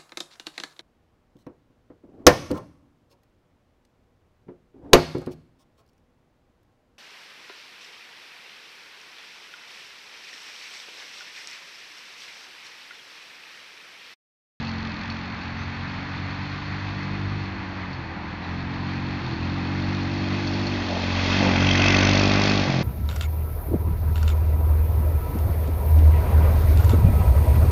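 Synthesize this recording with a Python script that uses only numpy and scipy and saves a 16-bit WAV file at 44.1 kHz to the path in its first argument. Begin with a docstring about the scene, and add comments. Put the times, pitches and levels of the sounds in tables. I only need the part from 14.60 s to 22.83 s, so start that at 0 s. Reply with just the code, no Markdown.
"""A buggy passing close by

A single-cylinder four-stroke buggy crosses a lawn from far away, passes close on a driveway and
eases off. Each firing drives the resonances of intake, muffler and pipe, with a turbulent puff of gas,
a rattle of the casing and a valve tick. Bumps swing the engine speed and shake the frame. Far off,
trees and houses smear the rattle into a rush; close by, every stroke stands out."""
import sys
import numpy as np
from scipy.fft import rfft, irfft, next_fast_len
from scipy.io import wavfile
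from scipy.ndimage import uniform_filter1d, map_coordinates

SR = 44100
rng = np.random.default_rng(int(sys.argv[2]) if len(sys.argv) > 2 else 0)


def waveform_to_disk(signal):
    """Save audio, clipped to [-1, 1], as 16-bit WAV at the path in sys.argv[1]."""
    frames = np.transpose(np.atleast_2d(signal))
    scaled = np.clip(frames, -1, 1) * 32767
    samples = np.round(scaled).astype(np.int16)
    wavfile.write(sys.argv[1], SR, samples)


N = 362943

# Gas pulses at open throttle. Each row: time in seconds, base levels of intake, muffler and pipe in dB.
GAS_LEVELS = [(0, -38.5, -40, -34.5), (1.2, -38.5, -42.5, -40.5), (2.1, -35.5, -39.5, -42.5),
              (2.7, -32.5, -36, -40), (3.4, -30.5, -41.5, -41.5), (4.1, -34.5, -37, -37),
              (5.4, -30, -34, -31.5), (6.1, -29, -37, -30.5), (6.65, -25.5, -32, -31.5),
              (6.85, -25, -25, -24), (7.1, -23, -28.5, -27), (7.45, -22, -31.5, -25), (8, -27, -31, -27),
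              (8.23, -23, -34, -35)]
# Rough engine noise. Each row: time in seconds, base levels of puffs, rattle and valve ticks in dB.
NOISE_LEVELS = [(0, -41, -38, -43), (.9, -42.3, -37.5, -46), (2.2, -41.5, -37.3, -44.5),
                (3.65, -40.5, -39.5, -50.5), (4.1, -40, -38.7, -46.5), (5.3, -38.5, -37, -42),
                (6.35, -35, -35.5, -36.5), (6.75, -30.5, -27.5, -30), (7, -31, -27, -31.5),
                (7.25, -27, -23.5, -27), (7.9, -26.5, -27.5, -27), (8.23, -32, -34, -36.5)]


def engine_speed():
    """Firings per second: each bump bounces the buggy on its tyres and adds a damped oscillation."""
    # Speed over smooth ground. Each row: time in seconds, firings per second.
    smooth_speed = [(0, 45.97), (.304, 42.63), (.471, 45.01), (.835, 44.73), (1.601, 46.58), (1.957, 48.2),
                    (2.727, 49.27), (3.289, 46.06), (3.448, 40.63), (4.014, 44.84), (4.552, 47),
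                    (4.642, 41.16), (5.152, 47.04), (6.174, 48.51), (6.283, 45.26), (6.995, 45.95),
                    (7.939, 50.68), (8.23, 42.62)]
    # Each row: start in seconds, swing in firings per second.
    bumps = [(.216, 2.4), (1.21, 1.5), (2.287, 1.5), (2.687, 1.1), (4.602, 1.7), (4.899, 3.6), (5.298, 1.5),
             (5.749, 2), (6.041, 1.7), (6.74, 3.6), (6.826, 4.1)]
    bounce_hz, decay_s = 5, .3
    rate, = curves(smooth_speed)
    for start, swing in bumps:
        age = np.maximum(np.arange(N) / SR - start, 0)
        rate = rate + swing * np.sin(2 * np.pi * bounce_hz * age) * np.exp(-age / decay_s)
    return rate


def throttle_lift():
    """Closure of the throttle, which restricts the gas flow: 0 is open, 1 is shut."""
    # The driver eases off. Each row: start in seconds, end in seconds, depth from 0 to 1.
    lifts = [(0.383, 0.457, 0.6), (.61, .85, 0.45), (2.864, 3.31, 0.4), (3.3, 3.494, 0.9),
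             (3.5, 3.88, 0.54), (4.598, 4.773, .9), (6.173, 6.416, 0.3), (6.42, 6.974, 0.14),
             (8.057, 8.4, 0.95)]
    travel_s = 0.071
    t = np.arange(N) / SR
    pedal = lambda s: np.clip((t - s) / travel_s + .5, 0, 1)
    return np.clip(sum(depth * (pedal(start) - pedal(end)) for start, end, depth in lifts), 0, 1)


def intake(cycle, lift, rear):
    """Forced resonance: suction pulses make the intake boom above a thud at the firing rate."""
    # Each row: resonance in Hz, width in Hz, relative level in dB.
    modes = [(94, 19, 0)]
    shut_db = -14
    gulps = -pulses(cycle, at=0.25, scatter_db=1, jitter_s=.00008)
    thud = amp(-12.5 + 5 * rear) * np.sin(2 * np.pi * (cycle - .4))
    gain = amp(curves(GAS_LEVELS)[0] + shut_db * lift + 1.4 * wobble(5.6))
    return gain * (ring(gulps, modes) + thud)


def muffler(cycle, lift, rear):
    """Cavity resonance: gas pulses sustain two modes, and thump in more damped ones on the overrun."""
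    # Muffler modes. Each row: frequency in Hz, width in Hz, relative level in dB.
    low_mode = [(145.5, 22, 0)]
    high_mode = [(191.6, 23, 0)]
    thump_modes = [(136, 49, 1.5), (320, 52, -9.5)]
    faded_lift, overrun_lift = .32, .55  # the low mode has faded; the thumps begin
    eased = np.minimum(lift / faded_lift, 1)
    overrun = np.clip((lift - overrun_lift) / (1 - overrun_lift), 0, 1)
    detour = 1 - rear  # from the front the parts arrive by different paths and merge into a drone
    low = ring(-pulses(cycle - 0.081 * detour, at=0.11, scatter_db=0, jitter_s=.00008), low_mode)
    high = ring(-pulses(cycle - 0.387 * detour, at=0.11, scatter_db=3.2, jitter_s=.00008), high_mode)
    thumps = ring(-pulses(cycle, at=.13, scatter_db=3.5, jitter_s=.0001), thump_modes)
    low *= amp(-15.5 * eased)
    high *= amp(-2.5 + eased + 1.9 * wobble(8))
    thumps *= overrun * amp(6.5 + 4 * rear)
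    return amp(curves(GAS_LEVELS)[1] + 0.33) * (low + high + thumps)


def pipe_bark(cycle, lift, rear):
    """Standing waves: pressure fronts excite the pipe's modes, and the weight slides among them."""
    # Each row: frequency in Hz, width in Hz, extra delay heard from the front in cycles.
    modes = [(223.7, 18, 0.307), (278.7, 35.5, 0.549), (320.5, 53, 0.4483)]
    # Each row: time in seconds, centre from 0 (lowest mode) to 1 (highest), spread on that scale.
    balance = [(0, 0.09, 0.26), (1.2, 0.23, 0.28), (2.1, 0.54, 0.3), (2.8, .66, 0.34), (3.8, 0.33, 0.6),
               (5.4, 0.48, 0.54), (6.1, .58, 0.5), (6.25, .15, 0.86), (8.23, 0.05, 0.54)]
    shut_db = -4.5
    centre, spread = curves(balance)
    bark = np.zeros(N)
    for place, (hz, width, lag) in zip(np.linspace(0, 1, len(modes)), modes):
        fronts = pulses(cycle - lag * (1 - rear), at=0.012, scatter_db=-0.3, jitter_s=.00006)
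        weight = np.exp(-.5 * ((place - centre) / spread) ** 2)
        bark += weight * ring(fronts, [(hz, width, 0)])
    return amp(curves(GAS_LEVELS)[2] + 0.78 + shut_db * lift) * even(bark)


def tailpipe(cycle, near, rear):
    """A pulsed jet: each firing rings the tailpipe with a pop and lets out a turbulent puff."""
    # Each row: resonance in Hz, width in Hz, relative level in dB.
    modes = [(391, 56, 3), (517, 70, -2), (593, 53, 1), (710, 140, -3.5), (839, 70, -3.5), (1148, 36, 0.5)]
    # Puff spectra, far and near. Each row: frequency in Hz, relative density in dB.
    puff_far = [(300, -25.5), (400, -9), (520, -7.5), (650, -6.5), (770, -1.5), (870, 0), (1050, -4),
                (1360, -27.5), (2300, -120)]
    puff_near = [(220, -32), (380, -0.5), (460, -7.5), (584, -1), (666, -1), (817, -3.5), (948, -18),
                 (1050, -20.5), (1360, -33.5), (2310, -120)]
    pops = ring(pulses(cycle, at=.01, scatter_db=.8, jitter_s=.00003), modes)
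    puffs = blend(noise(puff_far), noise(puff_near), near)
    puffs *= bursts(cycle, at=-.06, length=.08, height=0.13 + 0.28 * near, scatter_db=1.2)
    pop_share = .33 * np.minimum(3.5 * near, 1) + .38 * rear ** 2  # greatest from close behind
    return amp(curves(NOISE_LEVELS)[0] - 1.36 + 1.1 * near) * blend(puffs, pops, pop_share)


def casing(cycle, near, rear):
    """Structure-borne sound: combustion rattles the casing and rings its metal."""
    # Rattle spectra, far and near. Each row: frequency in Hz, relative density in dB.
    rattle_far = [(560, -33), (950, -3.5), (1190, 3), (1310, 0), (1670, 1.5), (1990, 1.5), (2170, -0.5),
                  (2540, -3), (2870, -14.5), (3000, -10), (3900, -47), (6600, -120)]
    rattle_near = [(560, -43.5), (950, -2), (1160, -4), (1270, -4.5), (1460, -2), (1770, -4), (2030, 2.5),
                   (2290, -1.5), (2550, -3.5), (2690, -5.5), (2910, -12.5), (3000, -7), (3900, -35),
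                   (6600, -120)]
    # Metallic ring, strongest side-on. Each row: time in seconds, level against the rattle in dB.
    ring_levels = [(0, -22), (5.8, -17), (6.5, -8), (6.98, -5.5), (7.1, 0), (7.3, -1), (7.45, -3.5),
                   (7.8, -17), (8.23, -30)]
    rattle = blend(noise(rattle_far), noise(rattle_near), near)
    rattle *= bursts(cycle, at=-0.016, length=0.053, height=0.53 + 1.4 * near, scatter_db=2.0)
    metal = amp(curves(ring_levels)[0]) * clank(cycle, rear)
    return amp(curves(NOISE_LEVELS)[1] - 0.78 - 0.64 * near + 0.63 * wobble(16)) * (rattle + metal)


def clank(cycle, rear):
    """Impact excitation: each firing strikes the metal's modes, each with its own directivity."""
    # Each row: frequency in Hz, width in Hz, relative level in dB, gain from behind in dB.
    modes = [(1490, 120, -6, 3), (2110, 44, -4, -13), (2604, 210, 1.5, 2), (3213, 270, 6.5, -9),
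             (4560, 340, -18, 5.5), (5600, 220, -13, 1.5), (6130, 250, -14.5, 9)]
    metal = np.zeros(N)
    for hz, width, db, behind_db in modes:
        blows = pulses(cycle, at=.11, scatter_db=2, jitter_s=.0008)
        blows = uniform_filter1d(blows, size=SR // 200) * rng.standard_normal(N)  # a blow lasts 5 ms
        ringing = filtered(blows, lambda f: resonance(f, hz, width) ** 2)
        metal += amp(db + behind_db * rear) * unit(ringing)
    return even(metal)


def valve_gear(cycle, near):
    """Impact noise: the valves tick after each firing, and thin covers resonate with the vibration."""
    # Tick spectra, far and near. Each row: frequency in Hz, relative density in dB.
    tick_far = [(1650, -30), (2800, 0.5), (2900, -5.5), (3510, 0), (3840, -2.5), (4330, 1.5), (4740, -6.5),
                (6190, -17.5), (7360, -29), (9570, -58.5), (16200, -120)]
    tick_near = [(1650, -33), (2800, 0.5), (2940, -12), (3210, 1.5), (4110, -3), (4460, -4), (4810, -3.5),
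                 (5180, -3), (5610, -7.5), (6090, -9), (7360, -25.5), (9570, -66), (16200, -120)]
    # Each row: time in seconds, height of a tick as a ratio to the steady rush.
    tick_heights = [(0, 2.3), (.55, 2.3), (.8, 1.3), (3.5, 0.46), (5.5, 1.42), (6.9, 0.67), (7.25, 2.8),
                    (7.6, 3.1), (8.23, 1.7)]
    # Each row: resonance in Hz, width in Hz, relative level in dB.
    cover_modes = [(2544, 230, 3), (4400, 210, -3.5)]
    ticks = blend(noise(tick_far), noise(tick_near), near)
    ticks *= bursts(cycle, at=0.16, length=0.081, height=curves(tick_heights)[0], scatter_db=1.5)
    covers = np.zeros(N)
    for hz, width, db in cover_modes:
        covers += amp(db + 1.8 * wobble(35)) * ring(rng.standard_normal(N), [(hz, width, 0)])
    gain = amp(curves(NOISE_LEVELS)[2] - 0.5 - 2.1 * near + 0.72 * wobble(14))
    return gain * (ticks + amp(-8.5) * covers)


def frame_knocks():
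    """Damped vibration: a drop over the kerb, cushioned by the tyres, shakes the hollow frame."""
    # Each row: start in seconds, level in dB.
    drops = [(6.29, -27.5), (6.801, -20.5)]
    # Each row: resonance in Hz, width in Hz, relative level in dB.
    modes = [(540, 170, -2), (700, 97, -6), (866, 130, -4.5)]
    rise_s, t60_s = 0.02, 0.59
    shake = np.zeros(N)
    for start, db in drops:
        age = np.maximum(np.arange(N) / SR - start, 0)
        shake += amp(db - 60 * age / t60_s) * (1 - np.exp(-age / rise_s))
    return shake * ring(rng.standard_normal(N), modes)


def clinks():
    """Free decay: each jolt rings a loose metal part for a moment."""
    # Each row: start in seconds, level in dB.
    jolts = [(.08, -39), (.5, -38), (2.43, -43.5), (3.33, -41), (4.14, -44), (5.872, -32.5), (5.935, -34),
             (6.068, -31.5)]
    # Each row: resonance in Hz, width in Hz, relative level in dB.
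    modes = [(2650, 200, -3), (4360, 350, 9), (5300, 400, -8), (6050, 210, -8.5)]
    t60_s = 0.088
    t = np.arange(N) / SR
    strikes = sum(amp(db - 60 * np.abs(t - start) / t60_s) * (t > start) for start, db in jolts)
    return strikes * ring(rng.standard_normal(N), modes)


def rolling():
    """Contact noise of tyres and frame on the ground, growing as the buggy comes close."""
    # Each row: frequency in Hz, relative density in dB.
    spectrum = [(15, -19), (35, -17), (62, -11), (100, -17), (170, -3.5), (320, -2.5), (450, -20),
                (1200, -58)]
    return amp(curves(NOISE_LEVELS)[0] - 7) * noise(spectrum)


def squeaks():
    """Faint rising tones, roughened by random frequency modulation."""
    # Each row: start in seconds, length in seconds, first and last pitch in Hz, peak level in dB.
    glides = [(0.962, 0.1, 5950, 6300, -56), (3.818, 0.051, 3850, 4010, -46)]
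    tones = np.zeros(N)
    for start, length, first_hz, last_hz, db in glides:
        progress = np.clip((np.arange(N) / SR - start) / length, 0, 1)
        hz = first_hz + (last_hz - first_hz) * progress + 110 * wobble(600)
        tones += amp(db) * np.sin(np.pi * progress) * np.sin(2 * np.pi * np.cumsum(hz) / SR)
    return tones


def outdoor_rumble():
    """Stationary background noise, strongest at low frequencies."""
    # Each row: frequency in Hz, relative density in dB.
    spectrum = [(15, -24.5), (30, -15.5), (45, -9.5), (62, -6), (80, -2.5), (130, -5.5), (230, -13.5),
                (330, -17), (600, -36.5), (1200, -74)]
    return amp(-40) * noise(spectrum)


def pulses(cycle, at, scatter_db, jitter_s):
    """An impulse train: one per engine cycle at phase `at`, uneven in size and timing."""
    turns = np.arange(int(cycle[-1]) + 1) + at
    chance = rng.standard_normal((len(turns), 2))
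    where = np.interp(turns, cycle, np.arange(N)) + jitter_s * SR * chance[:, 0]
    sizes = amp(scatter_db * chance[:, 1]) * (turns > cycle[0]) * (turns < cycle[-1])
    return np.bincount(np.clip(where, 0, N - 1).astype(int), sizes, N)


def bursts(cycle, at, length, height, scatter_db):
    """Amplitude modulation of rms 1: a bed plus one burst a cycle, peaking `length` cycles after `at`."""
    turn = cycle - at + 2
    age = turn % 1 / length
    size = amp(scatter_db * rng.standard_normal(1000))[turn.astype(int)]
    return even(np.sqrt(1 + (height * size * age * np.exp(1 - age)) ** 2))


def resonance(f, centre, width):
    """Complex response of a damped oscillator."""
    return 1j * f * width / (centre * centre - f * f + 1j * f * width)


def ring(x, modes):
    """Resonant colouring at a steady level; zero phase keeps pulses compact."""
    body = lambda f: sum(amp(db) * np.abs(resonance(f, hz, width)) ** 2 for hz, width, db in modes)
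    return even(filtered(x, body))


def noise(spectrum):
    """Gaussian noise of rms 1 with the given spectral shape."""
    hz, db = np.transpose(spectrum)
    gain = lambda f: amp(np.interp(np.log(f + 1), np.log(hz + 1), db, right=-120))
    return unit(filtered(rng.standard_normal(N), gain))


def filtered(x, response):
    """Linear filtering: the spectrum of x times a frequency response."""
    size = next_fast_len(N + SR // 2)
    return irfft(rfft(x, size) * response(np.fft.rfftfreq(size, 1 / SR)), size)[:N]


def wobble(rate):
    """A smooth random curve with `rate` knots a second."""
    return map_coordinates(rng.standard_normal(int(N * rate / SR) + 4), [np.arange(N) * rate / SR])


def curves(rows):
    """Linear interpolation, per sample, of each column after the time."""
    times, *columns = np.transpose(rows)
    return [np.interp(np.arange(N) / SR, times, column) for column in columns]


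def blend(a, b, share):
    """Equal-power mix with the given share of b."""
    share = np.clip(share, 0, 1)
    return np.sqrt(1 - share) * a + np.sqrt(share) * b


def even(x):
    """Hold the running rms at 1."""
    power = uniform_filter1d(uniform_filter1d(x ** 2, size=SR // 12), size=SR // 15)
    return x / np.sqrt(np.abs(power) + 1e-20)


def unit(x):
    """Scale to rms 1."""
    return x / np.sqrt(np.mean(x ** 2) + 1e-20)


def amp(db):
    """Decibels to amplitude ratio."""
    return 10 ** (np.asarray(db) / 20)


def scene():
    """Superposition of all sources; one crankshaft locks the engine's sounds in phase."""
    # How directly the engine is heard. Each row: time in seconds, share from 0 to 1.
    directness = [(0, 0.03), (3.5, .01), (4.8, 0), (5.4, 0.17), (6, 0.38), (6.6, 0.46), (7.2, 0.97),
                  (7.9, 0.71), (8.23, 0.8)]
    # How squarely the tailpipe faces the listener. 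Each row: time in seconds, share from 0 to 1.
    facing = [(0, 0.05), (6, 0.03), (6.8, 0.41), (7.25, 0.67), (7.65, 0.97), (8.23, 0.86)]
    near, = curves(directness)
    rear, = curves(facing)
    cycle = np.cumsum(engine_speed()) / SR
    lift = throttle_lift()
    gas = intake(cycle, lift, rear) + muffler(cycle, lift, rear)
    gas += pipe_bark(cycle, lift, rear) + tailpipe(cycle, near, rear)
    machinery = casing(cycle, near, rear) + valve_gear(cycle, near)
    chassis = frame_knocks() + clinks() + rolling()
    return (gas + machinery + chassis + squeaks() + outdoor_rumble())[None]


def record(dry):
    """Band limiting: a steep low-pass filter removes the highest treble."""
    cutoff_hz = 7280
    return filtered(dry[0], lambda hz: 1 / np.sqrt(1 + (hz / cutoff_hz) ** 160))[None]


dry = scene()
out = record(dry)
waveform_to_disk(out)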